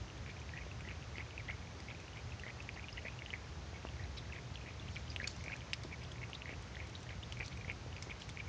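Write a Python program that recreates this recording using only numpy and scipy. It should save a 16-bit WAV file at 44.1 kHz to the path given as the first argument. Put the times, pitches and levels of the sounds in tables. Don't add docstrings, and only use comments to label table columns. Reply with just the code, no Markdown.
import sys
import numpy as np
from scipy import signal
from scipy.fft import rfft, irfft, next_fast_len
from scipy.io import wavfile

SR = 44100
rng = np.random.default_rng(int(sys.argv[2]) if len(sys.argv) > 2 else 0)


def log_audio(samples):
    frames = np.atleast_2d(samples).T
    limited = np.clip(frames, -1, 1)
    pcm = np.round(limited * 32767).astype(np.int16)
    wavfile.write(sys.argv[1], SR, pcm)


N = 374320

# start in seconds, length in seconds,
# loudest moment as a share of the length (0-1), rms level in dB, bubble pitch in Hz.
LAPS = [(0.261, 0.059, 0.66, -59.5, 2280), (0.556, 0.038, 0.2, -57, 2040), (0.584, 0.05, 0.2, -69, 1890),
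        (0.865, 0.084, 0.45, -60.5, 2140), (1.157, 0.071, 0.67, -57.5, 2050), (1.253, 0.07, 0.5, -75, 2500),
        (1.478, 0.043, 0.4, -49.5, 2110), (1.518, 0.028, 0.1, -62, 2080), (1.875, 0.047, 0.7, -57.5, 2140),
        (1.983, 0.03, 0.4, -65, 2680), (2.161, 0.027, 0.4, -61, 2250), (2.439, 0.056, 1, -57.5, 1950),
        (2.743, 0.065, 0.7, -61, 2140), (2.969, 0.025, 0.2, -59, 2230), (3.046, 0.045, 0.14, -55.5, 2090),
        (3.327, 0.055, 0.25, -61, 1990), (3.738, 0.036, 0.5, -63.5, 2200), (3.993, 0.09, 0.3, -64, 1970),
        (4.332, 0.069, 0.65, -58.5, 2080), (4.666, 0.044, 0, -58, 2210), (4.949, 0.036, 0.6, -62, 2240),
        (5.195, 0.091, 0.2, -58.5, 1940), (5.484, 0.061, 0.8, -55, 2340), (5.912, 0.036, 0, -58, 2130),
        (6.012, 0.042, 0.5, -67, 2420), (6.209, 0.038, 0.74, -58, 2250), (6.461, 0.081, 0.93, -57.5, 2180),
        (6.775, 0.082, 0.3, -60.5, 2160), (7.084, 0.057, 0.26, -59.5, 2130),
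        (7.396, 0.043, 0.13, -53.5, 2270), (7.511, 0.028, 0.4, -62, 2470), (7.679, 0.039, 0.96, -54, 2330),
        (8.098, 0.031, 0.3, -58, 2240), (8.376, 0.039, 0.7, -59, 2310)]
WATER_LOW_HZ, MIC_HIGH_HZ = 1540, 6720
DROP_LOW_HZ = 2160


def amp(db):
    return 10 ** (np.asarray(db) / 20)


def rms_one(x):
    return x / np.sqrt(np.mean(x ** 2) + 1e-20)


def coloured(spectrum):
    size = next_fast_len(N)
    hz = np.maximum(np.arange(size // 2 + 1) * SR / size, 1)
    points = np.array(spectrum)
    gain = amp(np.interp(np.log(hz), np.log(points[:, 0]), points[:, 1]))
    white = rng.standard_normal(size)
    return rms_one(irfft(rfft(white) * gain, size)[:N])


def resonance(x, hz, width_hz):
    r = np.exp(-np.pi * width_hz / SR)
    forward = np.array([1, 0, -1]) * (1 - r * r) / 2
    feedback = [1, -2 * r * np.cos(2 * np.pi * hz / SR), r * r]
    return signal.lfilter(forward, feedback, x)


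def add(out, s, sound):
    i = int(np.clip(round(s * SR), 0, len(out)))
    out[i:i + len(sound)] += sound[:len(out) - i]


def bubble(hz, t60, rise, attack_s):
    t = np.arange(int(t60 * SR) + 8) / SR
    shape = (1 - np.exp(-t / attack_s)) ** 2 * amp(-60 * t / t60)
    cycles = hz * t * (1 + rise * t / t60)
    return shape / shape.max() * np.sin(2 * np.pi * cycles)


def air():
    # frequency in Hz, relative level in dB per Hz.
    air_colour = [(28, -47), (41, -19), (52, -3), (78, 2.5), (160, -8.5), (190, -12), (260, -16),
                  (1300, -23), (3500, -28.5), (6300, -31), (7300, -39), (8050, -54), (8800, -50.5),
                  (9500, -45), (10000, -64)]
    # time in seconds, level in dB (only the departure from the mean counts).
    rumble_course = [(0.0, -48), (3.26, -51.5), (3.66, -49.5), (4.68, -52), (4.8, -47.5), (6.22, -51.5),
                     (7.4, -47.5), (8.44, -51), (8.49, -43.5)]
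    air_db, hum_db = -48, -58
    hum_hz, hum_width_hz = 119.6, 7.9
    wander_db, wander_hz = 1, 4.9

    noise = coloured(air_colour)
    low = signal.sosfiltfilt(signal.butter(2, 160, fs=SR, output="sos"), noise)
    r = np.exp(-2 * np.pi * wander_hz / SR)
    wander = signal.lfilter([1], [1, -2 * r, r * r], rng.standard_normal(N + SR))[SR:]
    s, db = np.transpose(rumble_course)
    course_db = np.interp(np.arange(N) / SR, s, db - np.mean(db))
    swell = amp(course_db + wander_db * rms_one(wander))
    hum = rng.standard_normal(N)
    for _ in range(2):
        hum = resonance(hum, hum_hz, hum_width_hz)
    return amp(air_db) * (noise + (swell - 1) * low) + amp(hum_db) * rms_one(hum)


def trickle(per_s=60, level_db=-71):
    # resonance in Hz, width of each of two passes in Hz, relative level in dB.
    bowl_modes = [(2095, 600, 1.5), (2380, 1200, -12)]
    size = amp(3.1 * np.minimum(rng.exponential(1, N), 3))
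    clicks = (rng.random(N) < per_s / SR) * size
    rings = np.zeros(N)
    for hz, width_hz, db in bowl_modes:
        once = resonance(clicks, hz, width_hz)
        rings += amp(db) * resonance(once, hz, width_hz)
    return amp(level_db) * rms_one(rings)


def plops():
    # centre in seconds, nominal level in dB, nominal pitch in Hz.
    plop_rows = [(0.0727, -58, 350), (0.6665, -44, 330), (0.8772, -45, 353), (1.183, -43, 380),
                 (1.4798, -50, 380), (2.466, -44, 453), (2.7655, -42.5, 620), (3.3316, -44, 376),
                 (3.732, -43, 530), (3.8513, -34, 565), (5.1644, -44, 450), (5.2315, -46, 297),
                 (5.476, -42, 410), (5.8499, -41, 403), (5.853, -42, 302), (6.299, -43, 530),
                 (6.4948, -41.5, 413), (6.529, -43, 326), (7.4022, -47, 350), (7.682, -45, 330),
                 (8.0716, -44, 330), (8.0977, -44, 410)]
    out, half = np.zeros(N), 300
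    for s, level_db, hz in plop_rows:
        u = np.arange(-half, half) / SR * 2 * np.pi * 0.95 * hz
        pulse = 3.04 * u / (1 + u * u) ** 1.53
        add(out, s - half / SR, amp(level_db) * pulse)
    return out


def strays():
    per_lap, mean_wait_s = 4, .12
    base_db, uneven_db, db_per_octave = -53, 3, -6
    above, typical_t60_s = .13, 0.011

    wait, height = rng.exponential(1, (2, len(LAPS), per_lap))
    size, ring = rng.standard_normal((2, len(LAPS), per_lap))
    s = np.array(LAPS)[:, :1] + mean_wait_s * wait
    hz = np.minimum(DROP_LOW_HZ * np.exp(above * height), MIC_HIGH_HZ)
    level_db = base_db + uneven_db * size + db_per_octave * np.log2(hz / DROP_LOW_HZ)
    t60 = typical_t60_s * np.exp(.5 * ring)
    return list(zip(s.flat, level_db.flat, hz.flat, t60.flat))


def pops():
    # start in seconds, peak level in dB, starting pitch in Hz, t60 in seconds.
    clear_drops = [(.0805, -48, 2940, .008), (.1006, -42, 2680, .004), (.1782, -52, 3350, .02),
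                   (.2623, -38, 2210, .004), (.2987, -45, 2260, .015), (.3663, -44, 2320, 0.014),
                   (.4154, -45.5, 2400, 0.017), (.492, -37, 2320, 0.0032), (.5358, -39, 1840, .019),
                   (.5754, -39, 2570, .0088), (0.611, -45, 2360, 0.019), (.714, -42.5, 2600, .015),
                   (0.807, -39.5, 2320, .004), (0.8497, -45, 1945, .022), (.875, -41, 1990, 0.016),
                   (0.8877, -38, 2670, 0.006), (.912, -35.5, 2210, .0036), (1.0254, -42, 2700, 0.0036),
                   (1.1551, -40.5, 2040, .018), (1.1826, -30.5, 2360, 0.0033), (1.2048, -36.5, 2140, .013),
                   (1.2633, -48, 2350, .015), (1.308, -42, 2680, .004), (1.3783, -33, 2460, .0088),
                   (1.3965, -43, 2280, .027), (1.4046, -41.5, 2010, 0.0093), (1.4868, -35, 2020, 0.033),
                   (1.672, -46, 2320, 0.017), (1.8012, -43.5, 2010, 0.0085), (1.804, -43.5, 4770, .0045),
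                   (1.8852, -37, 2060, 0.0074), (1.9475, -45, 2350, .015), (2.081, -44, 2600, .006),
                   (2.1322, -48.5, 2870, .015), (2.161, -45, 2000, 0.0073), (2.1897, -46, 2350, .015),
                   (2.3204, -43, 2590, .015), (2.3961, -41.5, 2660, .008), (2.435, -37, 1870, 0.013),
                   (2.4645, -39, 2000, .014), (2.4965, -43, 2030, .027), (2.503, -38.5, 2300, 0.0072),
                   (2.603, -39, 2550, 0.015), (2.6905, -29, 2300, .0042), (2.742, -46.5, 4450, .008),
                   (2.762, -47, 2740, 0.0088), (2.7739, -43, 1940, .015), (2.7945, -43, 2420, .011),
                   (2.8408, -41, 2380, 0.019), (2.8843, -35, 2730, 0.0036), (2.8896, -45, 2750, 0.022),
                   (2.928, -41, 4950, .008), (2.9739, -38.5, 2760, 0.0094), (2.9787, -36, 1980, 0.016),
                   (2.9897, -45, 2850, .011), (3.0218, -47, 2760, .006), (3.0534, -38, 2000, 0.0087),
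                   (3.0637, -39, 2050, .004), (3.0825, -34.5, 2370, 0.0099), (3.1894, -41.5, 2780, .015),
                   (3.2202, -35.5, 2120, .0065), (3.2612, -34.5, 2800, 0.005), (3.304, -35.5, 2940, 0.0074),
                   (3.3307, -40, 2000, 0.022), (3.3372, -28, 2190, 0.0077), (3.3412, -41, 2060, 0.018),
                   (3.4395, -51, 2240, .015), (3.8269, -49, 2500, .008), (3.8693, -44, 2720, .015),
                   (3.8878, -39.5, 2950, .004), (3.9953, -44, 1860, .017), (4.0374, -48, 3930, 0.013),
                   (4.1735, -47, 3820, 0.022), (4.1826, -46, 3840, .02), (4.1913, -50, 3500, .024),
                   (4.2993, -46.5, 1700, .02), (4.3237, -39.5, 2590, .015), (4.3324, -40, 2130, .011),
                   (4.5567, -34, 3100, .004), (4.5738, -45, 2590, .011), (4.612, -45.5, 2440, 0.013),
                   (4.661, -43, 1990, .008), (4.675, -43, 2190, 0.0031), (4.7968, -43.5, 3420, 0.012),
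                   (4.8237, -50, 2750, .02), (4.8808, -44, 2600, .011), (4.8863, -42.5, 3040, 0.01),
                   (4.959, -37.5, 3070, .006), (4.9644, -32.5, 2280, .011), (4.9705, -37, 2250, .0096),
                   (5.0788, -45, 3000, .011), (5.1014, -40, 4730, 0.012), (5.1188, -44, 2500, .004),
                   (5.1281, -45, 2350, .006), (5.162, -24.5, 2690, 0.0026), (5.2, -29.5, 1820, 0.0088),
                   (5.2124, -39, 1690, 0.02), (5.2293, -43, 2260, .027), (5.2425, -30, 2330, 0.01),
                   (5.248, -39, 2410, 0.021), (5.2736, -47, 1500, 0.006), (5.275, -31.5, 4390, 0.016),
                   (5.363, -46, 5800, .004), (5.4083, -47, 2130, .011), (5.4404, -41, 2200, .0073),
                   (5.461, -39, 2220, .011), (5.481, -32.5, 2280, .008), (5.4978, -40.5, 1600, .016),
                   (5.5108, -41, 2210, .008), (5.5192, -35, 2170, 0.0081), (5.529, -37, 2375, 0.028),
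                   (5.5389, -37, 2280, .008), (5.5564, -44, 1740, 0.018), (5.6068, -41, 2940, .004),
                   (5.618, -43.5, 2280, .008), (5.7326, -19.5, 2580, 0.0023), (5.7345, -36, 4680, .012),
                   (5.745, -44, 2270, .01), (5.8345, -47, 2140, .011), (5.835, -45, 4470, .008),
                   (5.927, -41, 2320, 0.017), (5.9386, -41, 2220, 0.013), (6.0357, -51, 4860, .01),
                   (6.0494, -44.5, 3250, .004), (6.1168, -43, 3220, 0.012), (6.1587, -44, 2000, .0065),
                   (6.1819, -44, 2260, .008), (6.2293, -41, 2165, 0.032), (6.3318, -32.5, 2820, 0.0045),
                   (6.3498, -38, 3720, 0.015), (6.4196, -34, 2630, 0.0043), (6.4566, -36, 1970, .0085),
                   (6.4803, -41, 1940, .006), (6.4915, -34, 2180, 0.0035), (6.7483, -43, 2000, .008),
                   (6.7552, -38.5, 3240, 0.0027), (6.7678, -35.5, 1880, .006), (6.8015, -34, 2150, 0.0062),
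                   (6.952, -40.5, 3760, 0.015), (7.0661, -47, 1800, .013), (7.0912, -42, 2760, 0.0073),
                   (7.106, -43, 2140, .004), (7.1291, -46, 2130, .02), (7.228, -42, 2880, .015),
                   (7.2342, -39.5, 3440, 0.01), (7.3235, -31.5, 2900, 0.0037), (7.3706, -41, 2270, .011),
                   (7.4008, -38, 2270, 0.017), (7.4076, -31, 2250, 0.0067), (7.429, -38, 2270, 0.018),
                   (7.4613, -41, 5560, .0031), (7.48, -40, 4220, .0055), (7.5734, -42.5, 2350, .011),
                   (7.6101, -42, 2340, .027), (7.6465, -37.5, 2000, .008), (7.6793, -41, 2240, 0.018),
                   (7.6983, -29, 2260, .008), (7.707, -40, 2350, 0.012), (7.9278, -45, 2850, .011),
                   (7.9647, -37.5, 2450, .004), (7.9654, -49, 4700, .02), (7.9812, -42, 2300, .008),
                   (8.0244, -38, 4900, 0.0036), (8.0244, -46, 2120, .011), (8.0969, -41.5, 2210, .015),
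                   (8.1087, -41, 2380, 0.021), (8.1161, -39.5, 2130, 0.011), (8.2196, -36.5, 3060, 0.0039),
                   (8.2908, -40, 2174, .006), (8.2974, -44, 3430, 0.0087), (8.3725, -33, 2230, .0052),
                   (8.399, -38, 2313, 0.034), (8.4034, -42, 2370, 0.016)]
    out = np.zeros(N)
    for s, level_db, hz, t60 in clear_drops + strays():
        rise = .05 * (hz / DROP_LOW_HZ) ** 0.7
        add(out, s, amp(level_db) * bubble(hz, t60, rise, attack_s=0.0002 + 0.024 * t60))
    return out


def spits():
    # start in seconds, level in dB from which the burst decays.
    spit_rows = [(0.177, -57), (0.399, -53), (.8066, -54), (1.5065, -56), (1.8013, -53), (2.0, -52),
                 (2.396, -51.5), (2.6234, -53), (4.181, -52), (4.341, -55), (4.9511, -55), (5.1613, -48.5),
                 (5.273, -31.5), (5.3634, -47.5), (5.4385, -48.5), (5.562, -49), (5.7323, -39),
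                 (5.834, -48.5), (6.0347, -54), (6.118, -47), (6.2976, -54), (6.622, -48), (6.87, -51),
                 (6.8952, -53), (7.004, -53.5), (7.0284, -49.5), (7.3228, -47), (7.3916, -53),
                 (7.4415, -54), (7.4604, -49.5), (7.479, -49), (7.572, -51), (7.7165, -53), (8.0235, -40),
                 (8.105, -57), (8.1988, -53), (8.2197, -51.5), (8.291, -44)]
    # frequency in Hz, relative level in dB per Hz.
    spit_colour = [(710, -49), (1200, -11), (2630, -7.5), (3900, -7), (4530, -12), (5720, -2),
                   (7540, -13.5), (8770, -20.5), (10100, -32), (13200, -74), (22000, -120)]
    t60_s, attack_s = 0.025, .0013
    envelope = np.zeros(N)
    t = np.arange(int(t60_s * SR)) / SR
    attack = np.minimum(t / attack_s, 1)
    for s, level_db in spit_rows:
        add(envelope, s, amp(level_db - 60 * t / t60_s) * attack)
    return envelope * coloured(spit_colour)


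def clumps(table, per_s, spread, cycles, uneven_db, end):
    out = np.zeros(N)
    for s, length, loudest, level_db, hz in table:
        jitter = rng.random(200)
        scatter = rng.standard_normal((200, 2))
        count = min(per_s * length, len(jitter))
        clump = np.zeros(int((length + 0.014) * SR))
        for k, (pitch, size) in enumerate(scatter):
            born = (k + jitter[k]) / count
            if born < 1:
                swell = np.interp(born, [0, np.clip(loudest, .05, .95), 1], [.25, 1, end])
                own_hz = min(hz * np.exp(spread * pitch + 0.082 * (born - .5)), 7000)
                one = bubble(own_hz, cycles / own_hz, 0.055, 0.00066)
                add(clump, born * length, swell * amp(uneven_db * size) * one)
        over_length = np.sqrt(len(clump) / SR / length)
        add(out, s, amp(level_db) * rms_one(clump) * over_length)
    return out


def laps():
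    return clumps(LAPS, per_s=135, spread=0.074, cycles=22, uneven_db=2.5, end=0.31)


def crackle():
    ticks = clumps(LAPS, per_s=130, spread=0.22, cycles=10, uneven_db=0.5, end=0.33)
    return amp(-2.0) * ticks


def slosh():
    low_hz, high_hz = 294, 990
    against_bubbles_db = -2.5
    envelope = np.zeros(N)
    for s, length, _, level_db, _ in LAPS:
        swell = np.hanning(int(0.96 * length * SR))
        add(envelope, s, amp(level_db + against_bubbles_db) * swell)
    band = signal.butter(2, [low_hz, high_hz], "band", fs=SR, output="sos")
    return envelope * rms_one(signal.sosfilt(band, rng.standard_normal(N)))


def spray():
    # start in seconds, length in seconds, loudest moment as a share of the length (0-1),
    # rms level in dB, droplet pitch in Hz.
    spray_rows = [(1.155, 0.042, .5, -65.5, 3880), (4.166, 0.025, 0.54, -56.5, 3640),
                  (4.53, 0.044, 0.2, -67, 4500), (4.88, 0.19, 0.37, -65, 4900),
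                  (5.08, 0.067, 0.5, -62.5, 4800), (5.228, .025, 0.4, -62, 4200),
                  (5.277, 0.056, 0.5, -58.5, 5270), (5.32, 0.27, 0.3, -66, 5250),
                  (5.734, 0.0085, 0.4, -51.5, 4230), (5.836, 0.036, 0, -67, 4800),
                  (6.335, 0.023, 0.9, -60, 3840), (6.945, .025, 0.3, -61.5, 3770),
                  (7.325, 0.066, .1, -68, 5250), (7.43, 0.071, 0.35, -61, 4900),
                  (8.026, 0.047, 0.1, -65, 5760), (8.195, .07, 0.3, -63, 5000),
                  (8.292, 0.032, 0, -68, 5100)]
    return clumps(spray_rows, per_s=2700, spread=0.24, cycles=19, uneven_db=5.0, end=0.11)


def gulps():
    # start in seconds, peak level in dB, starting pitch in Hz.
    gulp_rows = [(3.0505, -40, 480), (7.692, -46, 480), (7.862, -43.5, 440)]
    out = np.zeros(N)
    for s, level_db, hz in gulp_rows:
        add(out, s, amp(level_db) * bubble(hz, t60=0.012, rise=0.33, attack_s=.0015))
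    return out


def bowl_echoes(x):
    # delay in seconds, level against the direct sound in dB.
    echo_rows = [(.0036, -15.5), (.0068, -16)]
    out = x.copy()
    for s, level_db in echo_rows:
        add(out, s, amp(level_db) * x)
    return out


def room(x, t60=0.12, level_db=-18):
    t = np.arange(int(t60 * SR)) / SR
    tail = rng.standard_normal(len(t)) * amp(-60 * t / t60) * (t > .002)
    unit_tail = tail / np.sqrt(np.sum(tail ** 2))
    return amp(level_db) * signal.fftconvolve(x, unit_tail)[:N]


def scene():
    bubbles = trickle() + pops() + laps() + crackle() + spray()
    band = signal.butter(3, [WATER_LOW_HZ, MIC_HIGH_HZ], "band", fs=SR, output="sos")
    bright = signal.sosfilt(band, bubbles) + spits()
    water = bowl_echoes(bright) + plops() + slosh() + gulps()
    return (water + room(water) + air())[None, :]


def record(dry):
    top_cut = signal.cheby2(12, 60, 10400, fs=SR, output="sos")
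    return signal.sosfilt(top_cut, dry) + amp(-102) * rng.standard_normal(dry.shape)


dry = scene()
out = record(dry)
log_audio(out)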